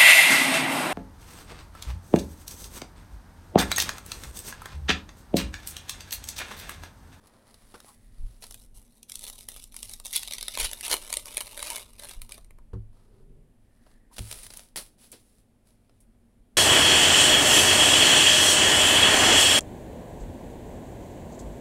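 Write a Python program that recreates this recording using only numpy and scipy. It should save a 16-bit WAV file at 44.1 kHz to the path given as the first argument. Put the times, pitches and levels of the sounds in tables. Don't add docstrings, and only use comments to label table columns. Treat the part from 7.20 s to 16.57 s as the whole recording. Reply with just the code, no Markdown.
import sys
import numpy as np
from scipy import signal
from scipy.fft import rfft, irfft, next_fast_len
from scipy.io import wavfile
from scipy.ndimage import map_coordinates

SR = 44100
rng = np.random.default_rng(int(sys.argv[2]) if len(sys.argv) > 2 else 0)


def output_pcm(signal):
    pcm = np.clip(np.atleast_2d(signal).T, -1, 1) * 32767
    wavfile.write(sys.argv[1], SR, np.round(pcm).astype(np.int16))


N = 413207
OPEN_S = 3.34

# start_s, level_db, body_re_level_db
CREASE_SNAPS = [(1.3106, -44, -8), (1.3432, -37, -12.5), (1.83, -41, -20), (1.897, -35, -20.5),
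                (1.9193, -32, -30), (1.9553, -29.5, -39), (1.9928, -36, -39), (2.0394, -33, -20),
                (2.0992, -32.5, -16), (2.2868, -30.5, -19), (2.363, -38, -10), (2.44, -37.5, -18),
                (2.5428, -42, -12), (2.5646, -34, -20), (2.6295, -28.5, -20.5), (2.695, -36, -18),
                (2.736, -32.5, -24.5), (2.7993, -38.5, -12.5), (2.8573, -30, -18), (2.8659, -30.5, -24),
                (2.929, -28, -28.5), (2.9603, -18.5, -35.5), (2.964, -18.5, -28.5), (3.0319, -31, -20),
                (3.0756, -31.5, -23), (3.11, -32.5, -15), (3.1352, -26, -35), (3.183, -33, -14),
                (3.2279, -27, -16.5), (3.282, -24, -17), (3.3742, -26, -2.5), (3.469, -31.5, -34.5),
                (3.5138, -31, -15.5), (3.532, -26.5, -19), (3.6096, -29, -23), (3.6806, -26.5, -12.5),
                (3.74, -20.5, -6.5), (3.903, -33, -10), (3.9275, -21, -16.5), (3.9393, -21.5, -21),
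                (3.9695, -21.5, -15.5), (4.0567, -33, -19.5), (4.1701, -21, -20), (4.178, -27, -11.5),
                (4.2103, -27.5, -7.5), (4.3757, -31.5, -8.5), (4.3926, -34.5, -9), (4.4275, -26.5, -6.5),
                (4.502, -25.5, -15), (4.5589, -29, -22), (4.796, -44, -17), (4.8352, -39, -15),
                (4.8929, -37, -15), (5.0179, -33, -20), (5.121, -33, -37), (5.1795, -46, -0.5),
                (5.246, -52.5, -13), (5.3075, -52.5, -0.5), (5.3863, -61, 8)]
# start_s, length_s, treble_db, swell_db
FINGER_SQUEEZES = [(1.203, 0.24, -56, -8), (1.541, 0.053, -54.5, -6), (1.615, 0.16, -70.5, 15.5),
                   (1.878, 0.2, -51, 13), (2.115, 0.099, -54, 12.5), (2.281, 0.15, -49.5, -9),
                   (2.514, 0.22, -52, 5.5), (2.836, 0.51, -48.5, -4.5), (3.331, 0.26, -51, 3),
                   (3.622, 0.14, -42, 4), (3.809, 0.076, -48, 0.5), (3.893, 0.12, -49, -1),
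                   (4.06, 0.17, -46.5, -1.5), (4.253, 0.13, -50.5, 1), (4.363, 0.22, -45, 9),
                   (4.654, 0.16, -65, 4), (4.774, .14, -50.5, 11.5), (5.018, .02, -57.5, -6),
                   (5.085, 0.061, -54.5, 8.5)]
# frequency_hz, density_db
TAUT_SPECTRUM = [(150, -49.5), (250, -23.5), (298, -31.5), (386, -17.5), (607, -15), (1580, -19),
                 (1950, -9), (2760, -7.5), (3340, -0.5), (4120, 0), (4730, -5.5), (6040, -5.5), (6820, -9),
                 (10000, 0), (16000, -20)]
SLACK_SPECTRUM = [(150, -41), (250, -15), (538, -4.5), (586, -1), (775, -10.5), (906, -5), (1380, -10),
                  (2400, -3), (2670, -6), (3170, -2.5), (4050, -2), (4900, -6.5), (7190, -4.5), (9830, 5.5),
                  (16000, -15)]
CARD_SPECTRUM = [(180, -8), (330, -10), (520, -5.5), (1300, -11), (2500, -8), (4500, -7), (7000, -9.5),
                 (10100, 0), (12500, -12), (16000, -15)]


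def snaps(gain_db=1.5, flutter_db=-23, flutter_t60=0.062, strain_db=-20, strain_s=0.0034):
    lead_s = .01
    out, t = np.zeros(N), np.arange(SR // 20) / SR - lead_s
    after = np.maximum(t, 0)
    for start, db, body_db in CREASE_SNAPS:
        flip_s = 0.0019 * rng.uniform(.85, 1.35)
        flutter = amp(flutter_db) * fade(after, flutter_t60)
        crack = (1 - np.exp(-after / 0.00047)) * (np.exp(-(after / flip_s) ** 3) + flutter)
        creak = amp(strain_db) * np.exp(-abs(t) / strain_s)
        middle_db = wrapper_balance(start)[1] - 2
        treble_db = -10 * np.log10(1 + amp(middle_db) ** 2)
        spectrum = TAUT_SPECTRUM if start < OPEN_S else SLACK_SPECTRUM
        sound = contact(crack + creak, spectrum, body_db - treble_db, middle_db, ring_db=3.5)
        add(out, start - lead_s - .0012, amp(db + gain_db + treble_db) * sound)
    return out


def crinkle(gain_db=-0.5, rub_db=-9):
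    effort = np.zeros(N)
    for start, length, db, swell_db in FINGER_SQUEEZES:
        add(effort, start, amp(db) * stroke(length, swell_db, attack_s=.012, t60=0.22))
    grains = unit(facets(crackle(per_s=700, spread_db=3.4), t60=.008)) * amp(2.7 * wobble(110))
    body, middle, treble = foil(grains + amp(rub_db) * rng.standard_normal(N))
    body_db, middle_db = wrapper_balance(np.arange(N) / SR)
    return amp(gain_db) * effort * (amp(body_db) * body + amp(middle_db) * middle + treble)


def rips(edge_s=0.0051, middle_db=-1):
    # start_s, length_s, treble_db, body_re_treble_db
    tears = [(2.932, 0.052, -35.5, -25.5), (3.384, 0.081, -34, -11.5), (3.644, 0.027, -35.5, -18),
             (3.695, 0.047, -31, -9), (4.418, 0.11, -44, -7.5)]
    out, t = np.zeros(N), np.arange(N) / SR
    cracks = facets(crackle(per_s=3000, spread_db=1.8), t60=.006) * amp(3.2 * wobble(170))
    body, middle, treble = foil(cracks)
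    for start, length, db, body_db in tears:
        pull = np.clip((t - start) / edge_s, 0, 1)
        pull *= np.clip((start + length - t) / (2 * edge_s) + .5, 0, 1)
        out += amp(db) * pull * (amp(body_db) * body + amp(middle_db) * middle + treble)
    return out


def wrapper_resonance(x, count=10, ring_db=3, centre_t60=.034, centre_hz=1900):
    out, t, step = x.copy(), np.arange(SR // 16) / SR, SR // 24
    for start in range(int(FINGER_SQUEEZES[0][0] * SR), int(CREASE_SNAPS[-1][0] * SR) + step, step):
        hz = np.minimum(centre_hz * np.exp(.75 * rng.standard_normal((count, 1))), 11000)
        decay = fade(t, centre_t60 * (centre_hz / hz) ** .5)
        modes = 2 * decay / decay.sum(axis=1, keepdims=True) * np.sin(2 * np.pi * hz * t)
        polarity = rng.choice([-1, 1], count)
        add(out, start / SR, amp(ring_db) * signal.fftconvolve(x[start:start + step], polarity @ modes))
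    return out


def wrapper_balance(time_s):
    # start_s, body_re_treble_db, middle_re_treble_db
    stages = [(0, -15, -9.5), (1.8, -18, -6.5), (2.999, -15.5, 0.5), (3.5, -10, -3.5), (4.001, -10, -4),
              (4.3, -8.5, -3.5)]
    start, body_db, middle_db = np.transpose(stages)
    k = np.maximum(np.searchsorted(start, time_s) - 1, 0)
    return body_db[k], middle_db[k]


def foil(x):
    return np.where(np.arange(N) < OPEN_S * SR, registers(x, TAUT_SPECTRUM), registers(x, SLACK_SPECTRUM))


def clacks(gain_db=3):
    # start_s, treble_db, body_re_treble_db, t60_s
    strikes = [(0.071, -57.5, -15, 0.047), (0.3429, -53, -5, 0.023), (.542, -61, 16, .077),
               (0.603, -47.5, -3, 0.013), (0.646, -58.5, 16.5, 0.0057), (1.223, -50, -7, 0.13),
               (1.239, -44.5, -3.5, 0.03), (5.533, -73.5, 25.5, 0.093), (6.665, -76.5, 18, .068),
               (6.9664, -45, -9, 0.026), (6.9826, -39.5, -4, 0.036), (6.9916, -33.5, -4, 0.0087),
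               (7.113, -34.5, -12, .025), (7.1261, -35.5, -9, 0.023), (7.232, -44, -22, 0.056),
               (7.266, -39.5, -11.5, 0.015), (7.3036, -47, -3.5, 0.03), (7.337, -41.5, -14, 0.02),
               (7.3719, -33.5, -33, 0.016), (7.3941, -45, -4.5, 0.014), (7.5597, -33.5, -5, 0.018),
               (7.5666, -26.5, -28, 0.011), (7.572, -37, -8.5, 0.13), (7.5825, -44, -14, 0.11),
               (7.917, -44, -37, 0.067), (7.9259, -54.5, -5, 0.18), (8.6953, -71.5, 13.5, 0.019),
               (8.804, -62, -35, .11)]
    out, t = np.zeros(N), np.arange(SR // 8) / SR
    for start, db, body_db, t60 in strikes:
        envelope = fade(t, t60) * (1 - np.exp(-t / 0.000097))
        middle_db = min(3 + 0.56 * body_db, 6.5)
        sound = contact(envelope, CARD_SPECTRUM, body_db, middle_db, ring_db=-6)
        add(out, start - .0012, amp(db + gain_db) * sound)
    return out


def slides(gain_db=-1):
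    # start_s, length_s, treble_db, swell_db, body_re_treble_db
    pushes = [(0, 0.29, -72, -2.5, 9), (0.253, .34, -66, 10, -2), (0.62, 0.072, -61, 14, -17),
              (0.79, 0.39, -70, 7.5, -4.5), (5.722, 0.29, -80, -6.5, 8.5), (6.396, 0.33, -80, 16, 0),
              (6.907, 0.2, -54, 13.5, -12.5), (7.081, .16, -51, 8, -12), (7.303, 0.11, -56, 4, -9.5),
              (7.577, 0.054, -48, -9.5, -11), (7.772, 0.07, -59.5, 9, -10.5),
              (7.92, 0.28, -68.5, -3.5, -14.5), (8.449, 0.058, -69, -1.5, -7.5),
              (8.562, 0.22, -86, 5.5, -3), (9.09, .02, -83.5, -1, -5)]
    catches = unit(facets(crackle(per_s=450, spread_db=2.3), t60=.008))
    friction = (rng.standard_normal(N) + .75 * catches) * amp(1.4 * wobble(45))
    drive = np.zeros((3, N))
    for start, length, db, swell_db, body_db in pushes:
        push = amp(db) * stroke(length, swell_db, attack_s=0.023, t60=0.28)
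        middle_db = -2.5 + 0.29 * body_db
        for track, register_db in zip(drive, (body_db, middle_db, 0)):
            add(track, start, amp(register_db) * push)
    return amp(gain_db) * np.sum(drive * registers(friction, CARD_SPECTRUM), axis=0)


def thumps():
    # start_s, level_db, contact_s
    blows = [(0.995, -52, 0.0054), (1.03, -43, 0.0099), (5.532, -30.5, 0.0018), (5.557, -28, 0.006),
             (6.993, -26, 0.0074)]
    # pitch_hz, level_db, t60_s
    modes = [(44.5, -2.5, 0.2), (64, -7, 0.27), (107.5, -4, 0.35), (188, -7.5, 0.15), (281, -10, 0.1),
             (375, -11, 0.16), (475, -6.5, 0.076)]
    out, t = np.zeros(N), np.arange(SR // 2) / SR
    for start, db, contact_s in blows:
        ring = np.zeros(len(t))
        for hz, mode_db, t60 in modes:
            strength = amp(mode_db) / (1 + (hz * contact_s / 2) ** 2)
            ring += strength * fade(t, t60) * np.sin(2 * np.pi * (hz * t + rng.random()))
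        add(out, start, amp(db) * ring * (1 - np.exp(-t / contact_s)))
    return out


def rubs():
    # peak_s, length_s, pitch_hz, width_hz, level_db
    touches = [(0.15, 0.98, 1900, 500, -76.5), (0.553, 0.008, 1300, 400, -47),
               (0.693, 0.041, 1020, 400, -56.5), (6.018, 0.28, 400, 125, -64),
               (6.132, 0.21, 142, 50.1, -59.5), (6.724, 0.39, 1807, 350, -76.5),
               (6.922, 0.015, 905, 299, -58.5), (7.941, 0.023, 438, 253, -52)]
    out, t = np.zeros(N), np.arange(SR) / SR - .5
    for peak, length, hz, width, db in touches:
        swell = np.exp(-2 * (t / length) ** 2)
        add(out, peak - .5, amp(db) * swell * narrow_noise(hz, width, size=SR))
    return out


def table_rumble(gain_db=-1):
    # start_s, length_s, level_db
    leans = [(.33, 0.13, -53), (0.747, 0.19, -48.5), (0.975, .07, -31.5), (1.1, 0.49, -48.5),
             (1.953, 4.3, -52.5), (2.62, 0.072, -45), (3.383, .07, -37), (3.704, 0.084, -50),
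             (4.956, 0.062, -39.5), (5.148, 0.61, -49.5), (6.35, 1.3, -58.5), (8.65, 1, -58.5),
             (7, 0.31, -49)]
    # frequency_hz, density_db
    spectrum = [(11, -24.5), (18, 3.5), (41, -4), (70, -21.5), (102, -16), (134, -28.5), (160, -26),
                (210, -57), (350, -120)]
    power = np.zeros(N)
    for start, length, db in leans:
        add(power, start, (amp(db) * stroke(length, 0, attack_s=0.022, t60=.35)) ** 2)
    return amp(gain_db) * np.sqrt(power) * coloured_noise(spectrum)


def reverberation(x, wet_db=-12, count=4):
    # frequency_hz, t60_s
    decay_times = [(300, 0.4), (2000, 0.18), (5500, 0.23), (15000, 0.23)]
    hz, t, spectra = signal.stft(rng.standard_normal((count, SR // 2)), SR, nperseg=256)
    tails = signal.istft(spectra * fade(t, along(decay_times, hz)[:, None]), SR, nperseg=256)[1]
    tails *= 1 - np.exp(-np.arange(tails.shape[1]) / SR / 0.001)
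    place = np.arange(N) // (SR // 8) % count
    return amp(wet_db) * sum(signal.oaconvolve(x * (place == k), tail / np.linalg.norm(tail))[:N]
                             for k, tail in enumerate(tails))


def background(air_db=-64):
    # frequency_hz, density_db
    spectrum = [(25, -4.5), (45, -3.5), (75, -13.5), (120, -15.5), (160, -14.5), (250, -15), (400, -20),
                (650, -23.5), (1100, -34), (2000, -36), (4000, -41.5), (6500, -45.5), (10000, -38),
                (13000, -46.5), (16000, -51.5)]
    # pitch_hz, width_hz, level_db
    hums = [(103.5, 21, -71), (232.6, 43, -69)]
    air = amp(air_db) * coloured_noise(spectrum)
    return air + sum(amp(db) * narrow_noise(hz, width, size=N) for hz, width, db in hums)


def contact(envelope, spectrum, body_db, middle_db, ring_db):
    centre = 5000 * np.exp(0.68 * rng.standard_normal())
    kick = np.pad(envelope * np.tanh(2 * rng.standard_normal(len(envelope))), (SR // 1000, 0))
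    rung = filtered(kick, lambda hz: 1 + amp(ring_db) / (1 + 4j * (hz / centre - centre / (hz + 1))))
    return amp([body_db, middle_db, 0]) @ registers(rung, spectrum) * np.sqrt(np.mean(envelope ** 2))


def crackle(per_s, spread_db):
    size = amp(spread_db * np.minimum(rng.exponential(size=N), 4))
    return (rng.random(N) < per_s / SR) * size * rng.standard_normal(N)


def facets(x, t60, count=6):
    t = np.arange(SR // 100) / SR
    rings = rng.standard_normal((count, len(t))) * fade(t, t60)
    facet = rng.integers(count, size=N)
    return sum(signal.oaconvolve(x * (facet == k), rings[k])[:N] for k in range(count))


def registers(x, spectrum, edges_hz=(1500, 6000)):
    def response(hz):
        body, below_treble = (1 / (1 + (hz / edge) ** 8) for edge in edges_hz)
        return amp(along(spectrum, hz)) * np.array([body, below_treble - body, 1 - below_treble])
    return unit(filtered(x, response))


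def stroke(length, swell_db, attack_s, t60):
    t = np.arange(int((length + t60) * SR)) / SR
    hold = amp(swell_db * (np.minimum(t / length, 1) - .5))
    return np.minimum(t / attack_s, 1) * hold * fade(np.maximum(t - length, 0), t60)


def coloured_noise(spectrum):
    return unit(filtered(rng.standard_normal(N), lambda hz: amp(along(spectrum, hz))))


def narrow_noise(centre, width, size):
    return unit(filtered(rng.standard_normal(size), lambda hz: 1 / (1 + (2 * (hz - centre) / width) ** 2)))


def wobble(per_s):
    return map_coordinates(rng.standard_normal(int(N * per_s / SR) + 4), [np.arange(N) * per_s / SR])


def filtered(x, response):
    n = x.shape[-1]
    padded = next_fast_len(n + min(n, 8192), real=True)
    return irfft(rfft(x, padded) * response(np.fft.rfftfreq(padded, 1 / SR)), padded)[..., :n]


def along(points, hz):
    frequencies, values = np.transpose(points)
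    return np.interp(np.log(hz + 1), np.log(frequencies + 1), values)


def add(track, start_s, sound):
    part = track[max(round(start_s * SR), 0):][:len(sound)]
    part += sound[:len(part)]


def fade(t, t60):
    return np.exp(-np.log(1000) * t / np.maximum(t60, 1e-3))


def amp(db):
    return 10 ** (np.asarray(db) / 20)


def unit(x):
    return x / np.sqrt(np.mean(x ** 2, axis=-1, keepdims=True) + 1e-20)


def scene():
    wrapper = wrapper_resonance(snaps() + crinkle() + rips())
    hands = wrapper + slides() + clacks() + rubs()
    return (hands + reverberation(hands) + thumps() + table_rumble() + background())[None]


def record(dry):
    return filtered(dry, lambda hz: 1 / (1 + (hz / 16100) ** 120))


dry = scene()
out = record(dry)
output_pcm(out)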